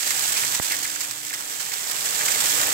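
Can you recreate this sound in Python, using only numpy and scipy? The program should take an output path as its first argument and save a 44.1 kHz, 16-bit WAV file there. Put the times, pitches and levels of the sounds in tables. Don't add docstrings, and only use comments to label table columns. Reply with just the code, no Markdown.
import sys
import numpy as np
from scipy import signal
from scipy.fft import rfft, irfft
from scipy.io import wavfile
from scipy.ndimage import uniform_filter1d

SR = 44100
rng = np.random.default_rng(int(sys.argv[2]) if len(sys.argv) > 2 else 0)


def generate_wav(sig):
    pcm = np.round(np.clip(np.atleast_2d(sig).T, -1, 1) * 32767).astype(np.int16)
    wavfile.write(sys.argv[1], SR, pcm)


N = 120393

# t/s, level/dB
RUMBLE_LEVEL = [(0, -67), (.12, -58), (.36, -59), (.48, -48), (.65, -61), (1.17, -59.5), (1.35, -64.5),
                (1.75, -63), (2.0, -55.5), (2.4, -55.5), (2.73, -53)]
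# f/Hz, relative level/dB
RUMBLE_COLOUR = [(15, -38), (35, -15), (55, -6), (80, -1.5), (105, -0.5), (130, 10), (165, -3), (250, -9.5),
                 (600, -24), (3000, -66)]
# t/s, 2nd partial level/dB, 3rd partial level/dB, 4th partial level/dB
HUM_LEVELS = [(0, -60, -70, -77), (.65, -54.5, -68, -68), (1.05, -56, -70, -78), (1.45, -57, -64, -68),
              (1.8, -73, -61.5, -65), (2.1, -64, -55, -63), (2.4, -56, -54, -60), (2.73, -51.5, -57, -51)]
# t/s, spray level/dB, patter level/dB
FLOW = [(0, -27, -45), (.42, -25.5, -43), (.8, -29.5, -46.5), (.92, -32, -49), (1.23, -35, -52),
        (1.5, -33, -49), (1.8, -31, -47.5), (2.05, -27.5, -44), (2.35, -24.5, -40.5), (2.73, -24, -38)]
# t/s, cavity f/Hz, length/s, level/dB
SLAPS = [(0.103, 1900, .01, -27.5), (0.361, 2470, 0.024, -31), (0.43, 2180, 0.012, -29.5),
         (0.708, 2150, 0.0074, -25.5), (0.72, 1850, 0.026, -29), (.849, 1740, .011, -28),
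         (.960, 1640, .006, -31), (1.01, 1750, .008, -36), (1.04, 2250, .01, -39),
         (1.306, 2210, 0.005, -31), (1.326, 1780, 0.023, -34.5), (1.717, 2120, 0.0074, -32.5),
         (2.057, 1900, .006, -34), (2.207, 1720, 0.0076, -23.5), (2.219, 2200, 0.013, -33.5),
         (2.283, 1900, 0.0034, -17.5), (2.598, 1790, .009, -27.5), (2.626, 1980, .012, -29)]
# t/s, length/s, level/dB
SPLATS = [(0.029, .005, -26.5), (0.061, 0.025, -27), (.105, .008, -23), (.192, .004, -21.5),
          (0.367, 0.017, -25), (.545, 0.011, -22.5), (0.623, .006, -23.5), (0.657, .006, -33),
          (.718, 0.0066, -22), (0.744, .012, -33), (0.829, 0.0066, -24), (0.843, 0.01, -27),
          (0.959, 0.0033, -24), (1.005, 0.02, -27.5), (1.031, 0.019, -32), (1.110, 0.0043, -25.5),
          (1.266, 0.0073, -33), (1.336, .014, -28), (1.598, 0.021, -29), (1.719, .008, -32),
          (1.734, 0.0085, -26.5), (1.897, .004, -29), (1.912, .01, -25.5), (1.964, .005, -26),
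          (2.006, .006, -31), (2.054, .008, -26), (2.189, .004, -27.5), (2.253, 0.013, -24.5),
          (2.28, 0.0037, -22), (2.317, 0.0062, -23.5), (2.403, 0.0068, -21), (2.492, 0.01, -26),
          (2.612, .005, -20.5)]
# f/Hz, relative level/dB
SPLAT_COLOUR = [(60, -45), (300, -35), (1000, -7), (1700, -1), (3200, -4), (5000, 2.5), (6500, 1),
                (7600, 6.5), (8800, -1.5), (10000, -5), (13000, -5), (15700, -6)]
# f/Hz, relative level/dB
PATTER_COLOUR = [(30, -34), (100, -12), (220, -8.5), (400, -5), (620, -2.5), (780, 1), (1050, 1),
                 (1300, 1.5), (1800, -7.5), (3000, -18.5), (8000, -44)]
# f/Hz, relative level/dB
SPRAY_COLOUR = [(200, -50), (900, -30.5), (1400, -10.5), (1700, -4.5), (2100, -7.5), (2700, -7),
                (3300, -4.5), (3900, -6.5), (4800, -5.5), (6400, -3.5), (7200, -1), (7750, 2.5),
                (8300, -1.5), (9000, -9.5), (10000, -10), (12300, -9.5), (14000, -8), (15700, -11)]
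# f/Hz, level difference/dB
PORT_TILT = [(60, 5), (130, -0.5), (280, 4), (600, 3), (1100, .5), (1700, .5), (2400, -1), (3200, -6.5),
             (4100, -11.5), (5000, -16), (6000, -16.5), (7000, -11), (7700, -6.5), (8300, -2.5), (9500, -1),
             (12000, -5), (15500, -7)]

HUM_FUNDAMENTAL_HZ = 148.4
THUMP_S, THUMP_DB, THUMP_DECAY_S = 0.5985, -10, 0.0031
THUMP_START_HZ, THUMP_END_HZ, THUMP_FALL_S = 1900, 75, 0.00085
CASE_HZ, CASE_DB, CASE_DECAY_S = 2040, -20.5, 0.0023
DIP_S, DIP_DB, DIP_WIDTH_S = 0.607, -5, 0.016
CLOSE_PER_S, CLOSE_SCATTER_DB, CLOSE_GAIN_DB = 70, 4, -13
BUBBLES_PER_S, BUBBLE_SCATTER_DB = 260, 5
BUBBLE_HZ, BUBBLE_SPREAD_OCT, BUBBLE_DECAY_CYCLES, BUBBLE_RISE = 1940, 0.258, 3.36, 0.047
TICKS_PER_S, TICK_SCATTER_DB, TICK_GAIN_DB = 330, 3.5, -6.5
TICK_HZ, TICK_SPREAD_OCT, TICK_REL_WIDTH, TICK_DECAY_S = 7070, 0.54, 0.54, 0.0011
SLAP_WIDTH_HZ, SLAP_GAIN_DB = 940, 1
LUMP_DROPS_PER_S, LUMP_SCATTER_DB, LUMP_ATTACK_S, SPLAT_GAIN_DB = 12000, 3.5, 0.00079, 3.5
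PATTER_PER_S, PATTER_SCATTER_DB, PATTER_GAIN_DB = 2500, 3.5, 5.5
FINE_PER_S, NEAR_PER_S, DROP_SCATTER_DB, SPRAY_GAIN_DB = 9000, 3000, 4.5, 3
CLUMP_DB, FLUTTER_DB, SURGE_DB = 1.0, 0.5, 0.35
PORT_LAG_S, WALL_DECAY_S = 0.00043, 0.0051
TOP_HZ = 15800


def undb(db):
    return 10 ** (np.asarray(db) / 20)


def unit(x):
    return x / np.sqrt(np.mean(x ** 2) + 1e-18)


def age_since(start_s):
    return np.maximum(np.arange(N) / SR - start_s, 0)


def curve(table):
    times_s, *columns = np.array(table, float).T
    return [np.interp(np.arange(N) / SR, times_s, column) for column in columns]


def spectrum(points, bins_hz):
    hz, db = np.array(points, float).T
    return np.interp(np.log(bins_hz + 1), np.log(hz), db)


def colour(x, db):
    cepstrum = irfft(np.log(undb(db)))
    half = len(cepstrum) // 2
    cepstrum[1:half] *= 2
    cepstrum[half + 1:] = 0
    response = irfft(np.exp(rfft(cepstrum)))[:half]
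    return signal.fftconvolve(np.atleast_2d(x), response[None], axes=1)[:, :N]


def shaped(x, points):
    db = spectrum(points, np.arange(4097) * SR / 8192)
    return colour(x, db - 10 * np.log10(np.mean(undb(db) ** 2)))


def walk(rate_hz):
    hold = max(int(SR / rate_hz), 2)
    steps = np.repeat(rng.standard_normal(N)[:N // hold + 1], hold)
    return unit(uniform_filter1d(steps, hold)[:N])


def drops(per_s, scatter_db):
    hit = rng.random(N) < per_s / SR
    sign = np.sign(rng.standard_normal(N))
    size_db = scatter_db * np.clip(rng.standard_normal(N), -3, 3)
    return unit(hit * sign * undb(size_db))


def space(x, wet_db):
    t = np.arange(SR // 10) / SR
    hz = np.fft.rfftfreq(N, 1 / SR)
    walls = rng.standard_normal((2, len(t))) * np.exp(-t / WALL_DECAY_S)
    walls /= np.sqrt(np.sum(walls ** 2, axis=1, keepdims=True))
    energy = signal.fftconvolve(x[None] ** 2, walls ** 2, axes=1)[:, :N]
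    mid, side = rfft(np.sqrt(np.abs(energy)) * rng.standard_normal((2, N)))
    power = uniform_filter1d(np.abs(rfft(x)) ** 2, size=400)
    tone = np.sqrt(np.abs(power) / np.sum(x ** 2))
    alike = 0.98 * np.sinc(2 * hz * PORT_LAG_S)
    common = mid * np.sqrt(1 + alike)
    opposed = np.array([[1], [-1]]) * side * np.sqrt(1 - alike)
    echoes = tone * (common + opposed) / np.sqrt(2)
    lag_s = np.array([[PORT_LAG_S], [0]])
    direct = rfft(x) * np.exp(-2j * np.pi * hz * lag_s)
    return irfft(direct + undb(wet_db) * echoes, N) / np.hypot(1, undb(wet_db))


def burst(start_s, length_s):
    age = age_since(start_s)
    return (1 - np.exp(-age / LUMP_ATTACK_S)) / (1 + (age / length_s) ** 4)


def rumble():
    air = rng.standard_normal(N) + 0.14 * rng.standard_normal((2, N))
    return unit(shaped(air, RUMBLE_COLOUR)) * undb(curve(RUMBLE_LEVEL)[0])


def hum():
    turns = np.cumsum(HUM_FUNDAMENTAL_HZ * (1 + 0.001 * walk(3))) / SR
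    out = 0
    for partial, db in enumerate(curve(HUM_LEVELS), 2):
        out = out + np.sqrt(2) * undb(db) * np.sin(2 * np.pi * partial * turns)
    return out


def thump():
    age = age_since(THUMP_S)
    fall_hz = THUMP_START_HZ - THUMP_END_HZ
    cycles = THUMP_END_HZ * age + fall_hz * THUMP_FALL_S * (1 - np.exp(-age / THUMP_FALL_S))
    push = -undb(THUMP_DB) * np.sin(2 * np.pi * cycles) * np.exp(-age / THUMP_DECAY_S)
    ring = undb(CASE_DB) * np.sin(2 * np.pi * CASE_HZ * age) * np.exp(-age / CASE_DECAY_S)
    return np.array([ring, push + ring])


def close_drips(flow_db):
    clicks = space(drops(CLOSE_PER_S, CLOSE_SCATTER_DB), wet_db=-8)
    return unit(shaped(clicks, SPLAT_COLOUR)) * undb(flow_db + CLOSE_GAIN_DB)


def bubbles(flow_db):
    out, age = np.zeros(N + 1024), np.arange(1024) / SR
    for start in np.flatnonzero(rng.random(N) < BUBBLES_PER_S / SR):
        pitch, size = np.clip(rng.standard_normal(2), -2, 2)
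        cycles = age * BUBBLE_HZ * 2 ** (BUBBLE_SPREAD_OCT * pitch)
        life = cycles / BUBBLE_DECAY_CYCLES
        ring = np.exp(-life) * np.sin(2 * np.pi * cycles * (1 + BUBBLE_RISE * life))
        out[start:start + len(age)] += undb(BUBBLE_SCATTER_DB * size) * ring
    return unit(space(out[:N], wet_db=-7)) * undb(flow_db)


def ticks(flow_db):
    out, age = np.zeros(N + 512), np.arange(512) / SR
    for start in np.flatnonzero(rng.random(N) < TICKS_PER_S / SR):
        pitch, size = np.clip(rng.standard_normal(2), -2, 2)
        hz = min(TICK_HZ * 2 ** (TICK_SPREAD_OCT * pitch), SR / 3)
        b, a = signal.iirpeak(hz, 1 / TICK_REL_WIDTH, fs=SR)
        crack = signal.lfilter(b, a, rng.standard_normal(len(age)) * np.exp(-age / TICK_DECAY_S))
        out[start:start + len(age)] += undb(TICK_SCATTER_DB * size) * unit(crack)
    return unit(space(out[:N], wet_db=-5)) * undb(flow_db + TICK_GAIN_DB)


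def slaps():
    out = 0
    for start_s, hz, length_s, db in SLAPS:
        shape = burst(start_s, length_s)
        b, a = signal.iirpeak(hz, hz / SLAP_WIDTH_HZ, fs=SR)
        tone = signal.lfilter(b, a, rng.standard_normal(N))
        ring = signal.lfilter(b, a, tone * shape)
        out = out + unit(ring) * np.sqrt(np.mean(shape ** 2)) * undb(db + SLAP_GAIN_DB)
    return space(out, wet_db=-12)


def splats():
    force = sum(undb(db) * burst(start_s, length_s) for start_s, length_s, db in SPLATS)
    shower = np.array([drops(LUMP_DROPS_PER_S, LUMP_SCATTER_DB) for _ in range(2)])
    return shaped(shower * force, SPLAT_COLOUR) * undb(SPLAT_GAIN_DB)


def patter(flow_db):
    hits = drops(PATTER_PER_S, PATTER_SCATTER_DB) * undb(1.02 * walk(49.92))
    return unit(shaped(space(hits, wet_db=0.5), PATTER_COLOUR)) * undb(flow_db + PATTER_GAIN_DB)


def spray(flow_db):
    clumps = undb(CLUMP_DB * walk(330) + FLUTTER_DB * walk(70) + SURGE_DB * walk(20))
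    fine = np.array([drops(FINE_PER_S, DROP_SCATTER_DB) for _ in range(2)])
    near = space(drops(NEAR_PER_S, DROP_SCATTER_DB), wet_db=-7)
    droplets = (fine + undb(-3.5) * near) * clumps
    return unit(shaped(droplets, SPRAY_COLOUR)) * undb(flow_db + SPRAY_GAIN_DB)


def ports(sound):
    tilt_db = spectrum(PORT_TILT, np.fft.rfftfreq(N, 1 / SR))
    gain = np.sqrt(2 / (1 + undb(np.array([-tilt_db, tilt_db])) ** 2))
    return irfft(rfft(sound) * gain, N)


def scene():
    spray_db, patter_db = curve(FLOW)
    background = rumble() + hum()
    details = close_drips(spray_db) + bubbles(patter_db) + ticks(spray_db)
    water = details + slaps() + splats() + patter(patter_db) + spray(spray_db)
    dip = undb(DIP_DB * np.exp(-((np.arange(N) / SR - DIP_S) / DIP_WIDTH_S) ** 2))
    return ports(water + background) * dip + thump()


def record(dry):
    lowpass = signal.firwin(801, TOP_HZ, window=("kaiser", 8), fs=SR)
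    return signal.fftconvolve(dry, lowpass[None], "same", axes=1)


dry = scene()
out = record(dry)
generate_wav(out)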